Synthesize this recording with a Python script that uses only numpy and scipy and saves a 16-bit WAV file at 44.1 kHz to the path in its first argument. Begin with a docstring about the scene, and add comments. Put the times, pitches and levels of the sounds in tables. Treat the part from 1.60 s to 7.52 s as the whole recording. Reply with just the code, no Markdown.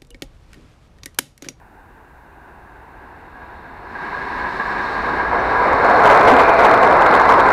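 """An electric commuter train comes down a straight line and rushes past a few metres from a phone.
First a far roar of filtered noise and a faint breeze; then rail resonances sing and hiss ahead of the
wheels, with knocks, narrow rings sinking in pitch and the steps of two joints; then the bogies roar by
as swells of shaped noise, with thuds and a low rumble. The phone clips the loudest peaks."""
import sys
import numpy as np
from scipy import signal
from scipy.fft import rfft, irfft
from scipy.io import wavfile
from scipy.ndimage import uniform_filter1d

SR = 44100
rng = np.random.default_rng(int(sys.argv[2]) if len(sys.argv) > 2 else 0)


def waveform_to_disk(signal):
    """Save audio, clipped to [-1, 1], as 16-bit WAV at the path in sys.argv[1]."""
    frames = np.transpose(np.atleast_2d(signal))
    scaled = np.clip(frames, -1, 1) * 32767
    samples = np.round(scaled).astype(np.int16)
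    wavfile.write(sys.argv[1], SR, samples)


N = 261072
T = np.arange(N) / SR
HZ = np.maximum(np.arange(N // 2 + 1) * SR / N, 1)

SPEED_M_S, FRONT_PASSES_S = 29, 3.93
AHEAD_M = SPEED_M_S * np.maximum(FRONT_PASSES_S - T, 0)  # distance of the front; 0 once it has passed
AIR_LOSS_DB_PER_M = 0.031


def undb(db):
    """Decibels to gain."""
    return 10 ** (np.asarray(db) / 20)


def colour(points):
    """Gain at every frequency from (freq_hz, level_db) points, falling 46 dB per octave past both ends."""
    hz, db = np.transpose(points)
    octaves_below = np.maximum(np.log2(hz[0] / HZ), 0)
    octaves_above = np.maximum(np.log2(HZ / hz[-1]), 0)
    inside_db = np.interp(np.log(HZ), np.log(hz), db)
    return undb(inside_db - 46 * (octaves_below + octaves_above))


def resonance(hz, width_hz):
    """Gain of a resonance with steep skirts, 1 at its centre."""
    detuning = (HZ ** 2 - hz ** 2) / (HZ * width_hz * 1.5)
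    return 1 / (1 + detuning ** 2)


def modes(table):
    """Summed gain of (freq_hz, width_hz, level_db) resonances."""
    return sum(undb(db) * resonance(hz, width_hz) for hz, width_hz, db in table)


def shaken(response, band_hz=(0, SR)):
    """A body driven by random roughness, with rms 1 inside the band."""
    spectrum = rfft(rng.standard_normal(N)) * response
    inside = (HZ >= band_hz[0]) & (HZ <= band_hz[1])
    return irfft(spectrum, N) / np.std(irfft(spectrum * inside, N))


def walk(rate_hz):
    """Smooth random wander with a spread near 1."""
    k = max(int(SR / rate_hz), 2)
    steps = np.repeat(rng.standard_normal(N // k + 1), k)
    smooth = uniform_filter1d(uniform_filter1d(steps, k), k)
    return 1.2 * smooth[:N]


def blows(table, response):
    """Each blow shakes a body in a short swell that dies more slowly than it rises."""
    envelope = np.zeros(N)
    for peak_s, db, scale_s in table:
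        time_constant_s = np.where(T < peak_s, scale_s / 2, scale_s * 2)
        envelope += undb(db) * np.exp(-np.abs(T - peak_s) / time_constant_s)
    return envelope * shaken(response)


def spreading(metres, near_m):
    """Gain at a distance, relative to a nearer one: spreading and loss in the air."""
    return near_m / metres * undb(-AIR_LOSS_DB_PER_M * (metres - near_m))


# far rolling noise spectrum: freq_hz, level_db (relative)
FAR_SPECTRUM = [(100, -45), (160, -15), (210, -3), (256, -2.5), (326, -1), (415, -4.5), (590, -9),
                (750, -2), (928, -1.5), (1230, -10.5), (1570, -3.5), (2140, -18.5), (2760, -19.5),
                (3130, -33), (3660, -28), (5000, -40.5), (6500, -73), (11000, -120)]
# rail and wheel resonances heard from far off: freq_hz, width_hz, level_db (relative)
FAR_RESONANCES = [(765, 120, -0.5), (910, 140, 0.5), (1520, 100, -3.5)]
FAR_DB, FAR_NEAREST_M = -38, 51  # grows until the front is this near, then holds


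def far_train():
    """Rolling noise of the whole train with humming resonances, dulled by distance and wavering in the air."""
    broad = undb(-3) * shaken(colour(FAR_SPECTRUM))
    hum = undb(-9) * shaken(modes(FAR_RESONANCES))
    waver = undb(0.5 * walk(14))
    distance_gain = spreading(np.maximum(AHEAD_M, FAR_NEAREST_M), FAR_NEAREST_M)
    return undb(FAR_DB) * distance_gain * (broad + hum) * waver


# deep rumble spectrum: freq_hz, level_db (relative)
RUMBLE_SPECTRUM = [(18, -6.5), (35, -3.5), (60, 1), (80, -3), (105, -8.5), (170, -10.5)]
RUMBLE_DB, RUMBLE_REACH_M, BREEZE_DB = -36, 24.4, -58  # level alongside, size of shaken stretch, breeze


def rumble():
    """Deep buffeting of air and ground shaken by the moving cars, over a faint breeze."""
    level = undb(RUMBLE_DB) * spreading(np.hypot(AHEAD_M, RUMBLE_REACH_M), RUMBLE_REACH_M)
    return np.hypot(level, undb(BREEZE_DB)) * shaken(colour(RUMBLE_SPECTRUM))


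CROSSING_S = 0.22  # the leading wheels take this long to cross a joint


def along_rail(lead_m, loss_db_per_m, joint_s, joint_db):
    """Gain of sound running ahead in the rail: it fades with distance and at each joint not yet crossed."""
    barred_db = sum(db * np.clip(0.5 + (s - T) / CROSSING_S, 0, 1) for s, db in zip(joint_s, joint_db))
    return undb(-loss_db_per_m * np.maximum(AHEAD_M - lead_m, 0) - barred_db)


# rail joints, also heard in steel_hiss: crossed_s, singing_loss_db, hiss_loss_db
RAIL_JOINTS = [(1.74, 0, 1.5), (2.32, 12.5, 11)]
# broad rail spectrum: freq_hz, level_db (relative)
RAIL_SPECTRUM = [(88, -47), (135, -14.5), (220, -9), (323, -9.5), (377, -5), (463, -9.5), (646, -16.5),
                 (715, -5.5), (867, -4.5), (985, -1), (1390, -12.5), (1640, -1.5), (1820, -9.5),
                 (2180, -14.5), (3200, -31.5), (4160, -59), (7040, -120)]
# bending resonances of the rail: freq_hz, width_hz, level_db (relative)
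RAIL_RESONANCES = [(973, 43, 0.5), (1125, 55, -7.5), (1644, 58, -1), (2166, 36, -15)]
# wheels knocking over rail flaws: peak_s, level_db, scale_s (rise scale/2, fall scale*2)
RAIL_KNOCKS = [(1.76, -39.5, 0.016), (1.82, -41, 0.032), (2.35, -33, 0.035), (2.815, -30, 0.0089),
               (3.0, -15.5, 0.0056), (3.6, -19, 0.015), (3.965, -21, 0.02)]
SING_DB, SING_LEAD_M, SING_LOSS_DB_PER_M = -25.5, 22.8, 0.26  # full level, reached this far ahead


def rails():
    """Wheel roughness and knocks drive the rails' resonances."""
    joint_s, joint_db, _ = np.transpose(RAIL_JOINTS)
    level = undb(SING_DB) * along_rail(SING_LEAD_M, SING_LOSS_DB_PER_M, joint_s, joint_db)
    sing_band_hz = (1450, 1850)  # sets the level
    ringing, broad = modes(RAIL_RESONANCES), colour(RAIL_SPECTRUM)
    singing = undb(-4) * shaken(broad, sing_band_hz) + undb(-6) * shaken(ringing, sing_band_hz)
    flutter = undb(1.1 * walk(45))
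    return level * singing * flutter + blows(RAIL_KNOCKS, ringing + 0.28 * broad)


# steel hiss spectrum: freq_hz, level_db (relative)
STEEL_SPECTRUM = [(1760, -16), (3000, -8.5), (3320, -8), (3720, 3.5), (4230, 1.5), (4770, -5.5),
                  (5280, -8.5), (6870, -18), (7910, -20.5), (9110, -37), (11000, -24.5), (15000, -34)]
# high resonances of the rail: freq_hz, width_hz, level_db (relative)
STEEL_RESONANCES = [(3710, 360, -0.5), (4280, 230, -0.5), (5290, 220, -8.5), (7900, 680, -20),
                    (10600, 1200, -23.5)]
HISS_DB, HISS_LEAD_M, HISS_LOSS_DB_PER_M = -44.5, 21, 0.34
TOP_LIFT_DB_PER_M = 0.1  # the top loses this much less per metre
BOGIE_HISS_DB = -29.5  # relative to the bogie roar level
DIP_S, DIP_SIGMA_S, DIP_DB = 3.69, 0.11, -3.5  # the hiss dips briefly


def steel_hiss():
    """Fine roughness hisses in the rails' high resonances; its top fades less with distance than the rest."""
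    joint_s, _, joint_db = np.transpose(RAIL_JOINTS)
    carried = undb(HISS_DB) * along_rail(HISS_LEAD_M, HISS_LOSS_DB_PER_M, joint_s, joint_db)
    under_wheels = undb(BOGIE_HISS_DB) * bogie_level()
    dip = undb(DIP_DB * np.exp(-((T - DIP_S) / DIP_SIGMA_S) ** 2 / 2))
    level = np.hypot(carried, under_wheels) * dip
    broad = undb(-1) * shaken(colour(STEEL_SPECTRUM))
    ringing = undb(-3.5) * shaken(modes(STEEL_RESONANCES))
    hiss = broad + ringing
    top = irfft(rfft(hiss) / (1 + (7000 / HZ) ** 6), N)  # above about 7 kHz
    top_lift = undb(TOP_LIFT_DB_PER_M * np.maximum(AHEAD_M - HISS_LEAD_M, 0))
    flicker = undb(0.5 * walk(30))
    return level * (hiss - top + top * top_lift) * flicker


# narrow-band rings and swells of rails and wheels: peak_s, sigma_s, pitch_hz (at peak), width_hz, level_db
NARROW_RINGS = [ (1.952, .2, 3720, 200, -70), (2.82, 0.013, 1670, 89, -25.5), (3.352, .25, 1130, 149, -30),
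                (3.59, 0.07, 320, 92, -33), (3.723, .09, 1655, 60, -28.5), (3.8, .015, 5800, 150, -58),
                (3.974, 0.045, 1005, 110, -17.5), (4.148, 0.16, 2210, 50, -38.5),
                (4.279, 0.15, 1065, 150, -20.5), (4.334, 0.05, 4270, 130, -41.5),
                (4.321, 0.18, 1604, 129, -24), (4.72, 0.066, 258, 34.5, -22), (4.808, 0.36, 686, 35, -17),
                (4.905, 0.19, 2380, 143, -29.5), (5.406, 0.047, 1020, 130, -16.5),
                (5.546, 0.099, 4130, 140, -45), (5.562, 0.09, 1550, 130, -21),
                (5.751, 0.12, 1025, 149, -14), ]
DOPPLER_PER_S = 0.06  # fraction of pitch lost per second


def narrow_rings():
    """Narrow-band rings that swell, fade and sink in pitch while the train nears and passes."""
    out = np.zeros(N)
    for peak_s, sigma_s, pitch_hz, width_hz, db in NARROW_RINGS:
        since_s = T - peak_s
        heard_s = T - DOPPLER_PER_S * since_s ** 2 / 2
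        ring = np.interp(heard_s, T, shaken(resonance(pitch_hz, width_hz)))
        out += ring * undb(db) * np.exp(-(since_s / sigma_s) ** 2 / 2)
    return out


# bogies going by: loudest_s, level_db
BOGIE_PASSES = [(4.05, -24.5), (4.529, -14), (4.8, -20.5), (5.08, -17), (5.45, -16.5), (6.0, -14.5)]
BOGIE_REACH_M, BOGIE_FALL_DB_PER_DOUBLING = 10.66, 9
BOGIE_SHADOW_DB_PER_M = 0.22  # cars hide the farther bogies


def bogie_level():
    """Gain of all the bogies, summed in power; each swells and fades with its distance."""
    power = 0
    for loudest_s, db in BOGIE_PASSES:
        metres = np.hypot(BOGIE_REACH_M, SPEED_M_S * (T - loudest_s))
        fall_db = BOGIE_FALL_DB_PER_DOUBLING * np.log2(metres / BOGIE_REACH_M)
        shadow_db = BOGIE_SHADOW_DB_PER_M * (metres - BOGIE_REACH_M)
        power = power + undb(db - fall_db - shadow_db) ** 2
    return np.sqrt(power)


# bogie roar spectrum: freq_hz, level_db (relative)
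BOGIE_SPECTRUM = [(60, -32), (90, -17), (135, -20), (183, -18), (253, -11.5), (321, -10), (477, -3),
                  (573, -4.5), (698, -2), (1070, -3), (1240, -6.5), (1580, -8.5), (1850, -17.5),
                  (2070, -13.5), (3200, -42), (4160, -73), (7040, -120)]
# heavy thuds of passing axles: peak_s, level_db, scale_s (rise scale/2, fall scale*2)
AXLE_THUDS = [(2.56, -32, .015), (3.8, -22, .012), (4.25, -11.5, .012), (4.5, -9.5, .025),
              (4.68, -7.5, .018), (4.795, -6, .012), (4.885, -9.5, .014), (4.995, -11, .01),
              (5.05, -13, .02), (5.13, -12, .008), (5.23, -13, .014), (5.3, -14, .012), (5.465, -13, .01),
              (5.7, -14, .012), (5.79, -13, .012)]


def bogies():
    """Wheels, sleepers and underframes roar with a random judder while axle thuds shake the same body."""
    body = colour(BOGIE_SPECTRUM)
    roar = shaken(body, (400, 850))  # band that sets the level, Hz
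    judder = undb(1.3 * walk(35))
    return bogie_level() * roar * judder + blows(AXLE_THUDS, body)


def scene():
    """All sources at one microphone."""
    return (far_train() + rumble() + rails() + steel_hiss() + narrow_rings() + bogies())[None]


PHONE_HISS_DB, FULL_SCALE, TOP_HZ = -68, 0.7, 15500


def record(dry):
    """The phone adds faint hiss, clips the peaks flat and cuts the top."""
    hiss = undb(PHONE_HISS_DB) * rng.standard_normal(dry.shape)
    clipped = np.clip(dry + hiss, -FULL_SCALE, FULL_SCALE)
    top_cut = signal.ellip(10, 0.1, 80, TOP_HZ, fs=SR, output="sos")
    return signal.sosfilt(top_cut, clipped)


dry = scene()
out = record(dry)
waveform_to_disk(out)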